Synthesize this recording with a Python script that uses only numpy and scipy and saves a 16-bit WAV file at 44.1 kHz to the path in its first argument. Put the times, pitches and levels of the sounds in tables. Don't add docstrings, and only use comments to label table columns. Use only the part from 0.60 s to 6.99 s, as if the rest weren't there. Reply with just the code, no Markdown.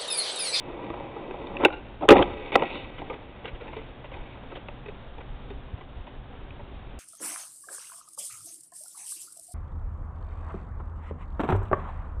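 import sys
import numpy as np
from scipy import signal
from scipy.fft import rfft, irfft
from scipy.io import wavfile
from scipy.ndimage import uniform_filter1d

SR = 44100
rng = np.random.default_rng(int(sys.argv[2]) if len(sys.argv) > 2 else 0)


def generate_wav(sig):
    pcm = np.round(np.clip(np.atleast_2d(sig).T, -1, 1) * 32767).astype(np.int16)
    wavfile.write(sys.argv[1], SR, pcm)


def volts_from_decibels(level):
    exponent = np.asarray(level, float) / 20
    return 10 ** exponent


N = 281797
T = np.arange(N) / SR

# (frequency [Hz], level [dB], decay time t60 [s])
DECK_MODES = [(173.8, -8.5, 0.049), (244, -6.5, 0.085), (305, -5.5, 0.13), (363, -5.5, 0.19),
              (447.5, -1.5, 0.073), (564.3, 1, 0.088), (692, 0, 0.046), (808.3, -5, 0.19),
              (875, 1.5, 0.061), (990, 8, 0.024), (1205, -9, 0.1), (1307, -10, 0.081)]
# (frequency [Hz], level [dB], decay time t60 [s])
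CHIP_MODES = [(1558, -10, 0.04), (1938, -4, 0.04), (2300, 4.5, 0.012), (2586, -1, 0.029),
              (2890, 1.5, 0.0075), (3523, -3.5, 0.016), (3726, -7, 0.018)]


def unit(x):
    return x / np.sqrt(np.mean(x ** 2))


def ring(force, modes):
    out = np.zeros(len(force))
    for k, (hz, db, t60) in enumerate(modes):
        decay = np.log(1000) / (max(t60, 0.004) * SR)
        pole = np.exp(2j * np.pi * hz / SR - decay)
        out += (-1) ** k * volts_from_decibels(db) * signal.lfilter([1], [1, -pole], force).imag
    return out


def coloured(points):
    hz, db = np.transpose(points)
    f = np.maximum(np.arange(N // 2 + 1) * SR / N, 1)
    gain = volts_from_decibels(np.interp(np.log(f), np.log(hz), db, left=-90, right=-90))
    return unit(irfft(rfft(rng.standard_normal(N)) * gain, N))


def walk(rate):
    hold = int(SR / rate)
    steps = np.repeat(rng.standard_normal(N // hold + 1), hold)
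    return unit(uniform_filter1d(uniform_filter1d(steps, hold), hold)[:N])


def grit(shape, per_s, spread_db):
    hit = rng.random(shape) < per_s / SR
    return hit * volts_from_decibels(spread_db * rng.exponential(size=shape)) * rng.standard_normal(shape)


def ramp(start, end, from_db, to_db):
    gain = volts_from_decibels(np.interp(T, [start, end], [from_db, to_db]))
    return uniform_filter1d(gain * (T >= start) * (T < end), size=200)


def knocks(table, contact_s, ring_s, own_db=4.0, first_db=13.5, damp=0.4, rise_s=0.00014):
    out, t = np.zeros(N + SR), T[:SR // 4]
    rough = grit((len(table), 2, len(t)), per_s=9000.0, spread_db=3.0)
    bend = rng.standard_normal((len(table), len(DECK_MODES + CHIP_MODES)))
    push = np.exp(-t / contact_s) * (1 - np.exp(-t / rise_s))
    for (s, db, thud_db, hz), (low, high), offsets in zip(table, rough, bend):
        low, high = low * push, high * push
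        low[0] = high[0] = volts_from_decibels(first_db)
        modes = [(f, g + 2.74 * d, damp * t60)
                 for (f, g, t60), d in zip(DECK_MODES + CHIP_MODES, offsets)]
        own = [(hz, own_db, ring_s * (500 / hz) ** 0.86)]
        bright = hz > CHIP_MODES[0][0]
        thud = ring(low, modes[:len(DECK_MODES)] + own * (not bright))
        crack = ring(high, modes[len(DECK_MODES):] + own * bright)
        blow = crack / abs(crack).max() + volts_from_decibels(thud_db) * thud / abs(thud).max()
        at = int(s * SR)
        out[at:at + len(t)] += volts_from_decibels(db) * blow
    return signal.sosfilt(signal.butter(3, 190, "high", fs=SR, output="sos"), out[:N])


def air():
    # (frequency [Hz], level [dB])
    air_colour = [(59, -58.5), (100, -4.5), (128, -2.5), (147, -11), (279, -11.5), (336, -31.5), (478, -14),
                  (508, -15.5), (734, -16), (2150, -27.5), (2740, -27.5), (3350, -28), (3900, -31.5),
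                  (5070, -72), (8580, -120)]
    flicker_db = 0.3 * walk(2.0) + 0.7 * walk(14.0)
    return coloured(air_colour) * volts_from_decibels(-47.5 + flicker_db)


def wind():
    # (time [s], level [dB])
    wind_levels = [(0.0, -47), (1.17, -48.5), (1.58, -45), (1.69, -49), (2.61, -49), (2.87, -49),
                   (3.29, -47.5), (3.86, -46.5), (4.2, -48.5), (4.4, -48), (4.73, -43.5), (5.36, -44),
                   (5.57, -43.5), (6.39, -44.5)]
    # (frequency [Hz], level [dB])
    wind_colour = [(8.8, -36.5), (15, 1), (59, -2.5), (123, -15.5), (147, -26.5), (280, -19), (335, -21),
                   (400, -17), (520, -54.5), (880, -120)]
    # (time [s], peak level [dB], swing frequency [Hz])
    puffs = [
        (1.605, -19.5, 115),
        (1.957, -39, 70),
        (2.931, -29, 39.6),
        (3.591, -31, 26.9),
        (4.693, -30.5, 26.66),
        (5.137, -24.5, 74),
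        (5.367, -28.5, 53.5),
        (5.4, -30, 46.4),
    ]
    turbulence_db = np.interp(T, *np.transpose(wind_levels)) + 1.8 + 0.83 * walk(10.0) + 1.7 * walk(9.4)
    slam_s, shake_db, fade_db_s = 1.484, -29.5, 78
    shake = volts_from_decibels(shake_db - fade_db_s * np.maximum(T - slam_s, 0)) * (T > slam_s)
    out = coloured(wind_colour) * (volts_from_decibels(turbulence_db) + shake)
    for s, db, hz in puffs:
        turns = (T - s) * hz
        swing = np.cos(2 * np.pi * np.clip(turns, -3, 3))
        out += volts_from_decibels(db) * swing * np.exp(-((turns - 0.4) / 0.41) ** 2)
    return out


def houses(near):
    # (delay [s], level [dB], smear [s])
    echoes = [
        (.03, -23, 0.018),
        (.055, -30.5, 0.045),
        (.075, -17.5, 0.017),
        (.11, -28.5, .06),
        (.2, -28.5, 0.24),
    ]
    t = T[:SR // 2]
    envelope = np.zeros(len(t))
    for s, db, smear in echoes:
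        tail = (t > s) * np.exp(-np.maximum(t - s, 0) / smear)
        envelope += volts_from_decibels(db) * tail / np.sqrt(smear * SR)
    dull = signal.sosfilt(signal.butter(1, 1800, fs=SR, output="sos"), near)
    return signal.fftconvolve(dull, envelope * rng.standard_normal(len(t)))[:N]


def footsteps():
    # (time [s], scuff peak [dB], thud minus scuff [dB], main pitch [Hz])
    soles = [(2.382, -33, -3.5, 514), (2.5367, -37.5, 4.5, 402), (2.855, -25, -12, 530),
             (2.8774, -31.5, -8, 490), (2.948, -39.5, -2, 363), (3.009, -39.5, 7, 456),
             (3.077, -38.5, 2, 855), (3.1284, -35, 2.5, 940), (3.4414, -39, 4.5, 556),
             (3.5673, -42, 5.5, 857), (3.833, -41.5, 5.5, 530), (3.9696, -41, 5.5, 540)]
    return knocks(soles, contact_s=0.011, ring_s=0.045, own_db=10.0, first_db=6.0, damp=0.35, rise_s=0.0015)


def rocking():
    # (time [s], peak [dB], main pitch [Hz], second touch after [s], its peak [dB])
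    swings = [(2.498, -30.5, 472, 0.03, -39), (2.843, -36, 483, 0.024, -44), (3.163, -34.5, 445, 0.02, -40),
              (3.5142, -40, 544, 0.021, -36.5), (3.9158, -38.5, 540, 0.037, -35.5),
              (4.2572, -39, 415, .024, -36), (4.5804, -41, 504, 0.025, -40),
              (4.9012, -38.5, 403, 0.021, -53), (5.176, -46.5, 570, 0.032, -42),
              (5.4666, -41.5, 826, 0.017, -51), (5.7246, -49, 442, 0.023, -49),
              (5.9918, -44.5, 880, 0.023, -65)]
    thud_db = 6.5
    touches = []
    for s, db, hz, gap, then_db in swings:
        touches += [(s, db, thud_db, hz), (s + gap, then_db, thud_db - 3, hz)]
    return knocks(touches, contact_s=0.0093, ring_s=0.04, own_db=9.0, first_db=6.0, damp=0.48, rise_s=0.0019)


def skid():
    from_s, to_s, peak_db = 2.05, 2.155, -42
    swell_db_s, fade_db_s = 35, 140
    slow = signal.butter(2, 220, fs=SR, output="sos")
    grains = [unit(signal.sosfilt(slow, grit(N, per_s=7900.0, spread_db=1.0))) for _ in range(2)]
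    whistle_hz = np.interp(T, [2.09, to_s], [2480, 2800])
    moving = grains[0] * np.cos(2 * np.pi * np.cumsum(whistle_hz) / SR)
    high = grains[1] * np.cos(2 * np.pi * 3680 * T)
    high_gain = volts_from_decibels(np.interp(T, [2.07, 2.13], [-14.0, -2.5]))
    slope = np.where(T < to_s, swell_db_s, -fade_db_s)
    gain = volts_from_decibels(peak_db + slope * (T - to_s)) * (T > from_s)
    return gain * (moving + high_gain * high)


def grind():
    # (time [s], deck rumble [dB])
    roll_levels = [
        (0.0, -41),
        (0.3, -38),
        (.45, -39.5),
        (0.6, -37.5),
        (0.97, -36.5),
        (1.045, -47.5),
    ]
    # (start [s], end [s], rumble from
    # [dB], to [dB], grit minus rumble [dB])
    scrapes = [(0.987, 1.045, -39, -22.5, -17), (1.06, 1.106, -32, -54, -0.5),
               (1.11, 1.277, -51.5, -55, -7), (1.408, 1.449, -35, -25.5, -22),
               (1.491, 1.53, -17.5, -21, -7), (1.523, 1.631, -20, -21, -16.5),
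               (1.615, 1.743, -36, -40, -7.5), (1.74, 1.91, -45, -38.5, -4.5),
               (1.925, 1.959, -30.5, -27, -4), (1.969, 2.05, -28, -28, -13.5),
               (2.053, 2.407, -36, -52.5, -3.5), (2.396, 4.363, -46, -61, -10), (3.001, 3.3, -62, -66, 4.5),
               (3.53, 3.798, -49, -54.5, -7.5), (3.9, 4.033, -51.5, -59, -4)]
    rolling = ramp(-1, roll_levels[-1][0], 0, 0)
    rumble = rolling * volts_from_decibels(np.interp(T, *np.transpose(roll_levels)))
    hiss = rolling * volts_from_decibels(-52.5)
    for start, end, from_db, to_db, grit_db in scrapes:
        drag = ramp(start, end, from_db, to_db)
        rumble += drag
        hiss += drag * volts_from_decibels(grit_db)
    stones = grit(N, per_s=3500.0, spread_db=2.2) * volts_from_decibels(1.4 * walk(24.89))
    sand = grit(N, per_s=7000.0, spread_db=2.1) * volts_from_decibels(0.75 * walk(30.8))
    loaded = [(hz, db - 4.1 * np.log2(hz / 400), 0.54 * t60) for hz, db, t60 in DECK_MODES]
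    deck = unit(ring(stones, loaded)) * rumble
    chips = unit(ring(sand, CHIP_MODES)) * hiss
    return volts_from_decibels(-0.85) * (deck + chips)


def tumble():
    # (time [s], crack peak [dB], thud minus crack [dB], main pitch [Hz])
    falls = [(1.920, -25, 0, 562), (1.955, -7, -2, 2585), (1.9555, -16.6, 14, 490), (1.996, -26, -3, 1950),
             (2.022, -20, 6, 510), (2.035, -27, -0.5, 698), (2.138, -37.5, 7, 299), (2.155, -34, 6, 298),
             (2.418, -35, 10, 560), (4.085, -31, 3, 540), (5.907, -38.5, -20, 3060)]
    return knocks(falls, contact_s=0.0016, ring_s=0.032)


def pop():
    # (time [s], crack peak [dB], thud minus crack [dB], main pitch [Hz])
    snaps = [(.301, -34.5, 10, 330), (.339, -37.5, 11, 920), (.563, -44, 16, 468), (.709, -32.5, 5.5, 390),
             (.739, -40.5, 11, 477), (.87, -35.5, -23.5, 3630), (.968, -22.5, -20, 2650),
             (1.001, -42, 13, 850), (1.008, -43, 21.5, 940), (1.019, -34, 13.5, 300),
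             (1.028, -26.5, 4.5, 394), (1.037, -26.5, 11, 334), (1.049, -1, -23.5, 2638),
             (1.050, -22.5, 7, 380), (1.0505, -10.5, 4.5, 873), (1.056, -15.5, 3.5, 1510),
             (1.082, -33.5, 10.5, 518), (1.103, -33, 3.5, 1420), (1.127, -40.5, 0.5, 1462)]
    return knocks(snaps, contact_s=0.0027, ring_s=0.05)


def landing():
    # (time [s], crack peak [dB], thud minus crack [dB], main pitch [Hz])
    slams = [(1.409, -44.5, 7, 805), (1.421, -39.5, 16, 603), (1.429, -35.5, 18.5, 727),
             (1.450, -40.5, 21, 697), (1.483, -32, 18, 501), (1.488, -0.5, 2, 402.6),
             (1.494, -18, 10.5, 482), (1.504, -6, 10.5, 348), (1.509, -8.5, 10, 427),
             (1.516, -16.5, 16.5, 406), (1.523, -16.5, 15, 450), (1.535, -21.5, 3.5, 505),
             (1.545, -25.5, 13.5, 326), (1.556, -24.5, 15, 510), (1.567, -15.5, 1, 2300),
             (1.582, -19.5, -3, 390), (1.590, -23, 12, 495), (1.604, -30.5, 13, 342),
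             (1.612, -28.5, 12.5, 710), (1.625, -14.5, -6, 3300)]
    return knocks(slams, contact_s=0.0035, ring_s=0.048)


def scene():
    board = rocking() + skid() + grind() + tumble() + pop() + landing()
    near = board + footsteps()
    return (near + houses(near) + wind() + air())[None]


def roll_off(x):
    return signal.sosfilt(signal.butter(12, 16620, fs=SR, output="sos"), x)


def record(dry):
    converter_hz, clip_level = 8000, 0.715
    band_filter = signal.firwin(401, 3930, window="blackman", fs=SR)[None]
    band = signal.fftconvolve(dry, band_filter, "same")
    mirror = 2 * band * np.cos(2 * np.pi * converter_hz * T)
    leak_filter = signal.firwin(301, 4300, window="blackman", fs=SR)[None]
    leak = signal.fftconvolve(mirror, leak_filter, "same")
    return roll_off(np.clip(band + volts_from_decibels(-12) * leak, -clip_level, clip_level))


dry = scene()
out = record(dry)
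generate_wav(out)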